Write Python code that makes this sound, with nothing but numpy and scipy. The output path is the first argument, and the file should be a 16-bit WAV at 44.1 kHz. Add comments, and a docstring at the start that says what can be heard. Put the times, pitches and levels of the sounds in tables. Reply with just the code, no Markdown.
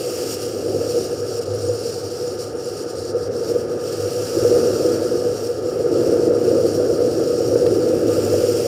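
"""A microphone in a closed housing rides on the roof of a car along a gravel forest road.
Throughout, band-shaped noise through resonances gives the ringing housing, booming roof, engine, panels,
tyres and hissing airstream; decaying tone bursts give the grit ticks, densest in level near 1.6 s and 3 s.
From about 1 s bumps jolt the housing, struck as sums of decaying modes, and near 7.7 s the mount knocks once."""
import sys
import numpy as np
from scipy import signal
from scipy.fft import rfft, irfft, next_fast_len
from scipy.io import wavfile
from scipy.ndimage import uniform_filter1d, map_coordinates

SR = 44100
rng = np.random.default_rng(int(sys.argv[2]) if len(sys.argv) > 2 else 0)


def master_out(mix):
    """Clip the mix to full scale and print it as 16-bit PCM to the path in sys.argv[1]."""
    frames = np.transpose(np.atleast_2d(mix))
    ceiling = np.clip(frames, -1, 1)
    pcm = np.round(ceiling * 32767).astype(np.int16)
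    wavfile.write(sys.argv[1], SR, pcm)


N = 382332

# Roughness of the road as felt in the housing. Each row: time in seconds, shaking in dB.
ROAD_SHAKING = [(0, -24.5), (.5, -25.5), (.75, -19.5), (.95, -21.5), (1.2, -25.5), (1.6, -24.5),
                (2.0, -26.5), (3.05, -26.5), (3.2, -24.5), (3.55, -21), (3.8, -24.5), (4.34, -23),
                (4.4, -19.5), (4.58, -15), (4.9, -18.5), (5.25, -20), (5.52, -25), (5.75, -21),
                (5.95, -15.5), (6.5, -16), (7.0, -17), (7.45, -18.5), (7.6, -15.5), (8.2, -17.5),
                (8.67, -19)]
# Strength of the airstream. Each row: time in seconds, hiss level in dB before puffs and gusting.
WIND_STRENGTH = [(0, -37), (.4, -35.5), (.55, -41), (.8, -39), (1.0, -35), (1.2, -41.5), (1.35, -37),
                 (1.5, -39.5), (1.9, -37.5), (2.3, -40.5), (2.55, -41.5), (2.8, -39.5), (3.1, -41),
                 (3.5, -41.5), (3.78, -45), (3.86, -38.5), (4.5, -35), (4.9, -36.5), (5.1, -40.5),
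                 (5.45, -41), (5.6, -44), (6.0, -40), (6.3, -41.5), (6.45, -39), (6.75, -41), (7.4, -38),
                 (8.0, -41), (8.15, -37), (8.67, -35)]
# Short puffs and lulls of the airstream. Each row: middle in seconds, length in seconds, change in dB.
WIND_PUFFS = [(.33, 0.07, 3), (.38, 0.048, -5), (.9, .04, 1), (1.19, .06, 1.5), (1.405, 0.012, -9),
              (1.45, 0.014, -9), (1.5, 0.059, -5), (1.575, .02, -4), (1.88, .08, 1.5), (2.08, .05, -2),
              (2.37, 0.032, -3), (2.425, 0.039, 3.5), (2.53, 0.099, -4.5), (2.62, 0.028, -1),
              (2.86, .04, -5.5), (2.94, 0.03, -3.5), (3.14, 0.038, -9), (3.3, 0.048, -8), (3.49, .07, 4),
              (3.67, .06, -5), (3.8, 0.046, -1.5), (5.48, 0.12, 3), (5.53, 0.047, -3), (5.62, 0.067, -3),
              (5.89, 0.09, -3), (6.33, 0.097, -4), (6.67, 0.058, 2.5), (6.76, 0.061, 4.5), (7.48, 0.027, 4),
              (8.05, 0.043, -3)]
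# Modes of the housing walls. Each row: centre in Hz, width in Hz, relative level in dB.
WALL_MODES = [(367.7, 54, 3), (446, 50, 2), (527, 58, -5.5), (579, 82, -8), (683, 80, -13)]
# Mode of the housing lid. Each row: centre in Hz, width in Hz, relative level in dB.
LID_MODES = [(484.1, 27, 0)]
# Middle modes of the microphone port. Each row: centre in Hz, width in Hz, relative level in dB.
SPRAY_MODES = [(7010, 660, 0), (8630, 930, -1.5), (9970, 1100, -6)]
# Spectrum of what drives the housing. Each row: frequency in Hz, level in dB.
ROAD_SPECTRUM = [(100, -47), (220, -7), (550, -1.5), (750, -10.5), (1000, -27), (2000, -67)]

REFERENCE_SHAKE_DB, REFERENCE_HISS_DB = -21, -39
# dB at reference hiss, dB per dB of hiss, per dB of puff or lull, per dB of brightness
SPRAY_LAW = (-44, 1.2, 1.16, 0.85)


def amp(db):
    """Logarithmic level: 20 dB is a factor of ten in amplitude."""
    return 10 ** (np.asarray(db) / 20)


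def unit(x):
    """Root-mean-square normalization: the signal is scaled to rms 1."""
    return x / np.sqrt(np.mean(x ** 2) + 1e-20)


def along(points, hz):
    """Spectral envelope: gain from (Hz, dB) points joined on a logarithmic frequency axis."""
    point_hz, point_db = np.transpose(points)
    return amp(np.interp(np.log(hz + 1), np.log(point_hz + 1), point_db))


def curves(rows):
    """Linear interpolation in time: one value per sample for each column after the time."""
    seconds, *columns = np.transpose(rows)
    return [np.interp(np.arange(N) / SR, seconds, column) for column in columns]


def wobble(rate):
    """Band-limited random modulation: a smooth curve through `rate` random knots a second."""
    knots = rng.standard_normal(int(N * rate / SR) + 4)
    return map_coordinates(knots, [np.arange(N) * rate / SR])


def filtered(x, response):
    """Linear filtering: the spectrum of x is multiplied by a response of frequency."""
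    m = next_fast_len(N + SR // 2)
    return irfft(rfft(x, m) * response(np.fft.rfftfreq(m, 1 / SR)), m)[..., :N]


def ringing(modes, hz, steep):
    """Incoherent superposition: powers of resonances add; steep > 1 darkens the valleys between them."""
    power = 0
    for centre, width, db in modes:
        resonance = np.abs(hz * width / (centre * centre - hz * hz + 1j * hz * width))
        power = power + (amp(db) * resonance ** steep) ** 2
    return np.sqrt(power)


def rush(response, patchy_db, flutter_db=0, even=.1):
    """Filtered noise of rms 1, patchy in time and frequency, its level steadied over `even` seconds."""
    spectrum = signal.stft(rng.standard_normal(N + 512), nperseg=512)[2]
    field = rng.standard_normal(spectrum.shape)
    for axis in (0, 1):
        field = uniform_filter1d(field, size=8, axis=axis)
    patchy = signal.istft(spectrum * amp(patchy_db * unit(field)), nperseg=512)[1][:N]
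    noise = filtered(patchy * amp(flutter_db), response)
    span = max(round(even * SR / 2), 1)
    power = uniform_filter1d(uniform_filter1d(noise ** 2, span), span)
    return unit(noise / np.sqrt(np.abs(power) + 0.43 * np.mean(power)))


def struck(s, peak_db, modes, attack):
    """Impulse excitation: modes (Hz, dB, t60 in s) swell over the attack (s) and decay exponentially."""
    out, t = np.zeros(N + SR), np.arange(SR // 4) / SR
    ring = sum(amp(db - 60 * t / t60) * np.sin(2 * np.pi * hz * t) for hz, db, t60 in modes)
    ring = ring * (1 - np.exp(-(t / attack) ** 2))
    out[round(s * SR):][:len(t)] = amp(peak_db) * ring / np.abs(ring).max()
    return out[:N]


def swells(rows):
    """Gaussian envelopes: bell-shaped changes in dB, summed."""
    t = np.arange(N) / SR
    return sum(db * np.exp(-(2 * (t - middle) / length) ** 2) for middle, length, db in rows)


def shaken(law):
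    """Power law of excitation: level follows the road; law is (dB at reference shake, dB per dB)."""
    return law[0] + law[1] * (curves(ROAD_SHAKING)[0] - REFERENCE_SHAKE_DB)


def blown(law):
    """Power law of flow noise: level in dB follows the airstream, its puffs and lulls and its brightness."""
    # Brightness of the airstream. Each row: time in seconds, gain in dB before the law's factor.
    brightness = [(0, 2.5), (.45, 2), (.75, 0.5), (1.0, -0.5), (1.9, -2), (2.4, -0.5), (2.8, -1),
                  (3.25, -3.5), (3.6, 1), (3.95, 1), (4.7, -0.5), (5.5, 1), (6.0, 1), (7.5, -1), (8.0, 2.5),
                  (8.67, 1.5)]
    from_hiss = law[1] * (curves(WIND_STRENGTH)[0] - REFERENCE_HISS_DB)
    return law[0] + from_hiss + law[2] * swells(WIND_PUFFS) + law[3] * curves(brightness)[0]


def housing():
    """Forced vibration: stones under the wheels shake the mount in lumps; walls, base and lid resonate."""
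    # Modes of the base. Each row: centre in Hz, width in Hz, relative level in dB.
    base_modes = [(239, 12.4, -3.5), (269, 12, -5), (330.5, 33, 1)]
    # Lean of the ring to the lid rather than the base. Each row: time in seconds, lean in dB.
    lid_lean = [(0, -0.5), (.5, -3), (.65, 1), (1.0, -1), (1.4, 3.5), (2.0, 0.5), (2.5, 1.5), (2.85, -2),
                (3.2, 1), (3.6, 1), (4.1, 1.5), (4.6, 2), (4.85, -1.5), (5.4, 3), (5.8, -1.5), (6.4, 0),
                (7.0, 1), (7.3, -1), (7.6, 1.5), (8.05, -3.5), (8.67, 1.5)]
    lean_db, = curves(lid_lean)
    lumps_db = 0.2 * wobble(12) + .5 * wobble(30) + 1.1 * wobble(60)
    walls = rush(lambda hz: along(ROAD_SPECTRUM, hz) * ringing(WALL_MODES, hz, 1.23),
                 0.42, lumps_db, even=0.28)
    base = rush(lambda hz: along(ROAD_SPECTRUM, hz) * ringing(base_modes, hz, 1.32),
                0.52, lumps_db, even=0.68)
    lid = rush(lambda hz: ringing(LID_MODES, hz, 1.59), 0.27, lumps_db, even=0.45)
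    walls_db = curves(ROAD_SHAKING)[0] - 3.5
    base_db = shaken((-32.5, 1.48)) - 1.15 * lean_db  # the base yields as the lid gains
    lid_db = shaken((-24.5, 1)) + lean_db
    return amp(walls_db) * walls + amp(base_db) * base + amp(lid_db) * lid


def roof_boom():
    """Single-mode resonance: one low roof mode booms, swells and dips, and grows with the rough road."""
    # Roof resonance. Each row: centre in Hz, width in Hz, relative level in dB.
    roof_modes = [(104, 8, 0)]
    # Swells and dips of the boom. Each row: middle in seconds, length in seconds, change in dB.
    boom_swells = [(.1, .3, -5), (.48, .14, -3), (.75, 0.43, 5), (1.25, 0.22, 5.5), (1.52, .18, 11),
                   (1.7, 0.19, 12.5), (2.05, 0.058, 9), (2.9, .1, -4), (3.02, .1, 10), (3.24, .16, 10),
                   (4.03, .1, 13), (4.2, 0.083, 10), (4.42, 0.15, 14), (5.0, .14, 4), (5.22, .1, -9),
                   (5.6, 0.13, 5), (6.08, 0.12, 8), (6.7, 0.46, 3), (7.48, .15, 9), (7.7, .15, 9.5),
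                   (8.08, 0.12, 10.5), (8.3, 0.23, 10.5), (8.55, 0.19, 7)]
    boom = rush(lambda hz: ringing(roof_modes, hz, 1.46), .1, even=0.07)
    return amp(shaken((-41, 0.42)) + swells(boom_swells)) * boom


def engine():
    """Broadband low-frequency excitation: engine rumble that grows with the rough road."""
    # Rumble spectrum. Each row: frequency in Hz, level in dB.
    rumble_spectrum = [(25, -30), (45, -51), (65, -5), (130, 5.5), (200, -1.5), (300, 4), (500, -44.5)]
    return amp(shaken((-35.5, 0.84))) * rush(lambda hz: along(rumble_spectrum, hz), 0.13, even=0.43)


def panels():
    """Plate resonance: a body panel drones on one mode, growing slightly with the rough road."""
    # Body panel mode. Each row: centre in Hz, width in Hz, relative level in dB.
    panel_modes = [(737.5, 37, 0)]
    return amp(shaken((-45, 0.24))) * rush(lambda hz: ringing(panel_modes, hz, 1.08), 0.96, even=0.44)


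def tyres():
    """Rolling noise: random excitation roars through the resonances of the tyres."""
    # Tyre resonances. Each row: centre in Hz, width in Hz, relative level in dB.
    tyre_modes = [(890, 39, -3), (1236, 76, 1), (1345, 105, -1.5), (1510, 210, -9.5), (1684, 62, -9)]
    # Tyre roar. Each row: time in seconds, level in dB.
    roar_level = [(0, -45), (.3, -42), (.6, -46.5), (.9, -44), (2.2, -45.5), (3.2, -44), (4.2, -42),
                  (4.6, -38), (5.1, -41), (5.55, -45), (6.0, -40), (6.4, -42), (7.7, -42.5), (8.2, -39.5),
                  (8.67, -42.5)]
    roar_db, = curves(roar_level)
    return amp(roar_db) * rush(lambda hz: ringing(tyre_modes, hz, 1.2), 1.0, even=0.5)


def airstream():
    """Flow noise: eddies and dust excite the microphone port; weak wind is gustier, lulls lose the top first."""
    # Port modes: main, top and low. Each row: centre in Hz, width in Hz, relative level in dB.
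    hiss_modes = [(4933, 1840, -1.3), (5578, 690, 1.8)]
    top_modes = [(11170, 770, -5.5), (12300, 1100, -7), (13100, 600, -4), (13700, 650, 1.5),
                 (14800, 700, -5)]
    low_modes = [(2470, 2800, -4.5), (2794, 460, 6.5), (3250, 92, 2)]
    # Spectrum of what drives the spray. Each row: frequency in Hz, level in dB.
    dust_spectrum = [(5500, 2.5), (6800, 2.5), (10500, -1), (12000, -6), (15000, -24)]
    hiss_db, = curves(WIND_STRENGTH)
    # random gusting loses a share of 0.13 of its depth per dB of hiss
    gust_depth_db = np.clip(1 - 0.13 * (hiss_db - REFERENCE_HISS_DB), .2, 2)
    gusting_db = gust_depth_db * wobble(32)
    # one flutter moves all four bands
    flutter_db = 0.4 * wobble(28) + 0.91 * wobble(70) + 1.2 * wobble(250)
    hiss = rush(lambda hz: ringing(hiss_modes, hz, 3.08), 1.0, flutter_db, even=0.049)
    spray = rush(lambda hz: along(dust_spectrum, hz) * ringing(SPRAY_MODES, hz, 0.91),
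                 1.3, 0.5 * flutter_db, even=0.18)
    top = rush(lambda hz: ringing(top_modes, hz, 1.5), 1.1, 1.3 * flutter_db, even=.11)
    low = rush(lambda hz: ringing(low_modes, hz, 1.2), 0.96, 0.34 * flutter_db, even=0.25)
    hiss = amp(hiss_db + swells(WIND_PUFFS) + gusting_db) * hiss
    spray = amp(blown(SPRAY_LAW) + 0.97 * gusting_db) * spray
    top = amp(blown((-50.5, 1.33, 1.6, 1.3)) + 0.65 * gusting_db) * top
    low = amp(blown((-50, 1.07, 0.57, 1.36)) + 0.13 * gusting_db) * low
    return hiss + spray + top + low


def grit():
    """Impact excitation: flung grit ticks near port modes; a shower of small ticks follows the spray."""
    # Clearest ticks. Each row: start in seconds, level in dB before the tick's envelope, frequency in Hz.
    clear_ticks = [(1.5065, -36, 7800), (1.537, -33, 10100), (1.549, -31, 10200), (1.600, -32, 9000),
                   (1.733, -35, 10000), (1.738, -37, 10000), (2.408, -31, 8550), (2.415, -39, 7100),
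                   (2.468, -34, 7050), (2.570, -30, 7000), (2.643, -26, 7100), (2.655, -31, 9800),
                   (2.713, -35, 8250), (2.822, -33, 7050), (2.830, -33, 7050), (2.914, -35, 8290),
                   (2.981, -35, 8470), (3.004, -31, 8600), (5.827, -40, 8040), (6.765, -37, 7100)]
    # Loose grit. Each row: time in seconds, tick level in dB relative to the spray.
    loose_grit = [(0, -3), (1.3, 1), (1.6, 8.5), (2.2, 2), (2.5, 3), (2.85, 6), (3.05, 7), (3.4, -3),
                  (4.0, -6), (5.5, -12), (6.8, 3), (7.6, -7), (8.67, -7)]
    place, mode, detune, size = rng.random((1800, 4)).T
    chosen = (mode * len(SPRAY_MODES)).astype(int)
    centre, width, mode_db = np.transpose(SPRAY_MODES)[:, chosen]
    shower_db = (blown(SPRAY_LAW) + curves(loose_grit)[0])[(place * N).astype(int)]
    # exponentially distributed sizes in dB: a few ticks stand out
    shower_db = shower_db + 0.51 * mode_db + 1.5 - 2.0 * np.log(1 - size)
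    shower_hz = centre + 0.98 * width * (detune - .5)
    shower = np.transpose([place * N / SR, shower_db, shower_hz])
    start, db, hz = np.concatenate([shower, clear_ticks]).T[..., None]
    t = np.arange(SR // 100) / SR
    envelope = t / 0.0029 * np.exp(1 - t / 0.0013)  # soft start, peak 0.45 after 1.3 ms
    ticks = amp(db) * envelope * np.sin(2 * np.pi * hz * t)
    at = (start * SR).astype(int) + np.arange(len(t))
    return np.bincount(at.ravel(), ticks.ravel(), minlength=N + SR)[:N]


def jolts():
    """Modal excitation: each bump rings most strongly the housing modes nearest its centre frequency."""
    # Bumps. Each row: start in seconds, peak in dB, centre of the blow in Hz.
    bumps = [(0.955, -13, 480), (1.692, -9, 484), (3.144, -13, 477), (3.557, -11, 425), (4.368, -9, 377),
             (4.447, -4.5, 496), (5.802, -10, 455), (6.297, -9.5, 476), (6.314, -11, 450),
             (7.556, -6.5, 478), (7.662, -9, 500), (8.09, -10.5, 480), (8.179, -8, 483), (8.339, -6.5, 566),
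             (8.433, -9.5, 494)]

    def near(blow_hz):
        """Modal weighting: level falls with squared distance in octaves, decay time with mode width."""
        return [(hz, -250 * np.log2(hz / blow_hz) ** 2, 1.8 / width)
                for hz, width, _ in WALL_MODES + LID_MODES]

    return sum(struck(s, db, near(hz), attack=0.0069) for s, db, hz in bumps)


def mount_knock():
    """Hard contact: a very short attack rings the high, quickly damped modes of the clamp."""
    # Mount contact. Each row: start in seconds, peak in dB before a fixed 2.5 dB gain.
    contacts = [(7.665, -27)]
    # Modes of the clamp. Each row: frequency in Hz, relative level in dB, 60 dB decay time in seconds.
    clamp_modes = [(1830, 1, 0.014), (2250, -1, .01), (2700, 0, 0.014), (3280, 5, 0.006), (4080, 2, 0.012)]
    return sum(struck(s, db + 2.5, clamp_modes, attack=.0002) for s, db in contacts)


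def scene():
    """Linear superposition: all sources add at one microphone."""
    car = roof_boom() + engine() + panels() + tyres()
    return (housing() + car + airstream() + grit() + jolts() + mount_knock())[None]


def record(dry):
    """Saturation and filtering: the input rounds off tall swings, the capsule colours, the band ends."""
    # Colour of the enclosed capsule. Each row: frequency in Hz, gain in dB.
    capsule = [(35, 1), (60, 0), (11600, 0), (12200, -4), (12900, -1.5), (15000, -1.5), (15400, -4),
               (15700, -3)]
    band_limit_hz = 15700
    soft = dry / (1 + np.abs(dry / .7) ** 6) ** (1 / 6)  # swings approach 0.7 at most
    return filtered(soft, lambda hz: along(capsule, hz) * (hz < band_limit_hz))


dry = scene()
out = record(dry)
master_out(out)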